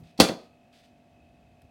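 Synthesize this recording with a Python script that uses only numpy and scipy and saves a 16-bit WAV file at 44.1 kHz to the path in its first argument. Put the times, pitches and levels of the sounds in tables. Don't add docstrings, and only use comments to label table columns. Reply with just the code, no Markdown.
import sys
import numpy as np
from scipy import signal
from scipy.io import wavfile

SR = 44100
rng = np.random.default_rng(int(sys.argv[2]) if len(sys.argv) > 2 else 0)


def generate_wav(sig):
    pcm = np.round(np.clip(np.atleast_2d(sig).T, -1, 1) * 32767).astype(np.int16)
    wavfile.write(sys.argv[1], SR, pcm)


N = 74970
T = np.arange(N) / SR


def from_db(db):
    return 10 ** (np.asarray(db) / 20)


def at_hz(points, hz):
    freqs, values = np.transpose(points)
    return np.interp(np.log(hz), np.log(freqs), values)


def dying(t60):
    return np.exp(-np.log(1000) * T / t60)


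def click(start, db):
    return from_db(db) * signal.unit_impulse(N, int(start * SR))


def play(pushes, response):
    return signal.fftconvolve(pushes, response)[:N]


def noise(spectrum, decays=None):
    edges = 25 * 2 ** (np.arange(30) / 3)
    white = rng.standard_normal((2, N))
    steady = fading = 0
    for k, (low, high) in enumerate(zip(edges, edges[1:])):
        centre_hz = np.sqrt(low * high)
        bandpass = signal.butter(2, [low, high], "band", fs=SR, output="sos")
        band = signal.sosfilt(bandpass, white[k % 2]) * from_db(at_hz(spectrum, centre_hz))
        steady = steady + band
        if decays:
            fading = fading + band * dying(at_hz(decays, centre_hz))
    return (fading if decays else steady) / np.std(steady)


def ring(modes):
    return sum((-1) ** k * from_db(db) * np.sin(2 * np.pi * hz * T) * dying(t60)
               for k, (hz, db, t60) in enumerate(modes))


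def swells(rows, attack_s, release_s):
    level = 0
    for start, length, db, slope in rows:
        rise = np.clip((T - start) / attack_s + 1, 0, 1)
        held = from_db(db + slope * np.clip(T - start, 0, length))
        fall = np.exp(-np.maximum(T - start - length, 0) / release_s)
        level = level + rise * held * fall
    return level


def contacts(rows):
    pushes = 0
    for start, db, hardness_hz in rows:
        lag = np.exp(-2 * np.pi * hardness_hz / SR)
        pushes = pushes + signal.lfilter([1 - lag], [1, -lag], click(start, db) + 1e-18)
    return pushes


def room_tone():
    # f/Hz, level/dB
    air = [(25, -19), (50, -3), (110, -2.5), (250, 2), (340, -7), (520, -9.5), (800, -15), (1050, -21),
           (2300, -19), (2900, -20.5), (3280, -17.5), (3600, -24.5), (8000, -34.5), (15500, -41.5)]
    return from_db(-63) * noise(air)


def motor():
    multiples = (2, 3, 5, 11, 12, 13, 14, 15, 16, 17, 18, 19, 23)
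    hum_levels = [-75.5, -77.5, -67.5, -85.5, -73.5, -74, -68, -71.5, -87.5, -79.5, -87.5, -90.5, -88.5]
    # t/s, level/dB
    buzz_levels = [(0, -1), (.6, 0), (1.0, -5.5), (1.2, 0.5), (1.45, -2.5), (1.7, -0.5)]
    speed_hz, casing_hz, casing_width_hz = 49.08, 2570, 95
    spread_rad = .95
    hum = sum(from_db(db) * np.sqrt(2) * np.sin(2 * np.pi * k * speed_hz * T - spread_rad * k * k)
              for k, db in zip(multiples, hum_levels))
    turns = np.diff(np.floor(speed_hz * T), prepend=0)
    uneven_taps = turns * (1 + .25 * rng.standard_normal(N))
    casing = T * np.exp(-np.pi * casing_width_hz * T) * np.sin(2 * np.pi * casing_hz * T)
    buzz = play(uneven_taps, casing)
    buzz_db = -74 + np.interp(T, *np.transpose(buzz_levels))
    return hum + from_db(buzz_db) * buzz / np.std(buzz)


def rustling():
    # t/s, length/s, level/dB, slope/(dB per s)
    strokes = [(0.04, 0.067, -67, -21), (0.385, .055, -64, -9), (0.732, 0.07, -63, -15),
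               (0.835, .02, -68.5, -16.5)]
    # f/Hz, level/dB
    colour = [(700, -24), (1500, -1.5), (2400, 2), (4000, 2.5), (6500, -9), (9500, -13), (15000, -21.5)]
    grain_hz, grain_db = 250.05, 1.5
    hiss = noise(colour)
    flicker = np.interp(T * grain_hz, np.arange(2000), rng.standard_normal(2000))
    return hiss * from_db(grain_db * flicker) * swells(strokes, attack_s=.0084, release_s=.035)


def tick():
    # f/Hz, level/dB
    colour = [(200, 18), (700, 3), (1100, 2), (1600, 3.5), (2400, -3), (4000, 5.5), (6000, -14), (10000, 1),
              (15000, -15)]
    return play(click(start=1.6185, db=-51.5), noise(colour) * dying(t60=.023))


def handling():
    # t/s, length/s, level/dB, slope/(dB per s)
    bumps = [(0.0, 0.0046, -38.5, -55), (1.12, 0.506, -67, 7), (1.635, 0.017, -57, -22)]
    # f/Hz, level/dB
    colour = [(30, -20), (65, 3), (110, -0.5), (175, -5), (280, -18), (600, -29), (1500, -53.5)]
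    low_ring = ring([(165, -45.5, .47)])
    return noise(colour) * swells(bumps, attack_s=.0072, release_s=.022) + low_ring


def room_echo(spectrum):
    # f/Hz, decay/s
    decays = [(60, 0.067), (200, .36), (600, 0.42), (2000, 0.23), (5000, .27), (9000, .22), (15000, 0.25)]
    build_s = .003
    return (1 - np.exp(-T / build_s)) * noise(spectrum, decays)


def table_boom():
    return play(click(start=.2014, db=-17), ring([(83, 0, .093)]))


def toaster_knocks():
    # t/s, thud level/dB, ring level/dB, hardness/Hz
    knocks = [(0.1898, -19.5, -16, 300), (0.1936, -20.5, -23, 404.2), (0.2015, 2, -2.5, 12000),
              (0.2088, -11, -20.5, 1499), (0.2194, -9, -36, 701.6), (0.2396, -13.5, -26, 700),
              (0.2873, -26.5, -18, 660), (0.2953, -15, -21.5, 502.5), (0.3083, -23, -20.5, 302),
              (0.3200, -24.5, -23, 290)]
    # f/Hz, level/dB, decay/s
    table_modes = [(174.5, -6.5, 0.033), (297, 1.5, 0.019), (520, -3.5, .025), (782, 0, 0.0098)]
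    # f/Hz, level/dB, decay/s
    body_modes = [(118, -6, .14), (150, -9, .17), (178, -6, .26), (229, 2, .3), (272, -5, .15),
                  (319, -2, .22), (372, -4, .16), (426, -1, .24), (493, -1, .26), (549, 1, .25),
                  (664, -2, .2), (789, -5, .18), (938, -7, .14), (1033, -6, .18)]
    # f/Hz, level/dB, decay/s
    steel_modes = [(1394, 0, 0.2), (1900, 0, 0.12), (2672, 1, .25), (3020, -5, 0.16), (4236, -1, 0.38),
                   (4460, 1, .2), (1265, -17, .72), (3438, 5, .3), (4580, -1, .35), (4676, 2, .24),
                   (6388, -2, .25), (6683, -10, .3), (5000, -1, .18), (7610, -7, .2), (9450, -6.5, .19)]
    # f/Hz, level/dB
    echo_colour = [(40, -22.5), (80, -13.5), (170, -4), (280, -0.5), (600, -0.5), (900, -6.5),
                   (1400, -15.5), (3000, -35)]
    thuds = contacts([(start, db, hz) for start, db, _, hz in knocks])
    shakes = contacts([(start, db, hz) for start, _, db, hz in knocks])
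    table_top = from_db(1) * ring(table_modes)
    body = from_db(-18.5) * ring(body_modes)
    steel = from_db(-28.5) * ring(steel_modes)
    echo = from_db(-20.5) * room_echo(echo_colour)
    return play(thuds, table_top) + play(shakes, body + steel + echo)


def door_snap():
    # t/s, level/dB, hardness/Hz
    clashes = [(0.1772, -39.5, 15730), (0.1802, -35.5, 15900), (0.192, -23.5, 2000), (0.1991, -12, 15790),
               (0.2007, 3, 16000), (0.2032, -8.5, 17900), (0.2058, -5, 18000), (0.2099, -8, 8850),
               (0.287, -10, 1310)]
    # f/Hz, level/dB
    panel_colour = [(900, -5), (1400, 1.5), (2200, 0), (3300, 1.5), (4600, 5), (5800, -4), (9000, -8.5),
                    (12000, -11.5), (15500, -15.5)]
    # f/Hz, level/dB
    echo_colour = [(500, -2), (1100, -1), (2200, 1.5), (3300, 0), (4600, 2.5), (6000, -4.5), (9000, -4),
                   (12000, -15), (15500, -19.5)]
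    crack_hz, crack_width_hz = 4430, 1800
    crack = from_db(.5) * np.sin(2 * np.pi * crack_hz * T) * np.exp(-np.pi * crack_width_hz * T)
    panels = from_db(-8.5) * noise(panel_colour) * dying(t60=.044)
    echo = from_db(-22.5) * room_echo(echo_colour)
    return play(contacts(clashes), crack + panels + echo)


def scene():
    toaster = table_boom() + toaster_knocks() + door_snap()
    return (toaster + motor() + rustling() + tick() + handling() + room_tone())[None]


def record(dry):
    ceiling, low_cut_hz, high_cut_hz = .98, 35, 16000
    rounded = ceiling * np.tanh(dry / ceiling)
    bass_cut = signal.butter(3, low_cut_hz, "high", fs=SR, output="sos")
    treble_cut = signal.ellip(10, .2, 80, high_cut_hz, fs=SR, output="sos")
    return signal.sosfilt(treble_cut, signal.sosfilt(bass_cut, rounded))


dry = scene()
out = record(dry)
generate_wav(out)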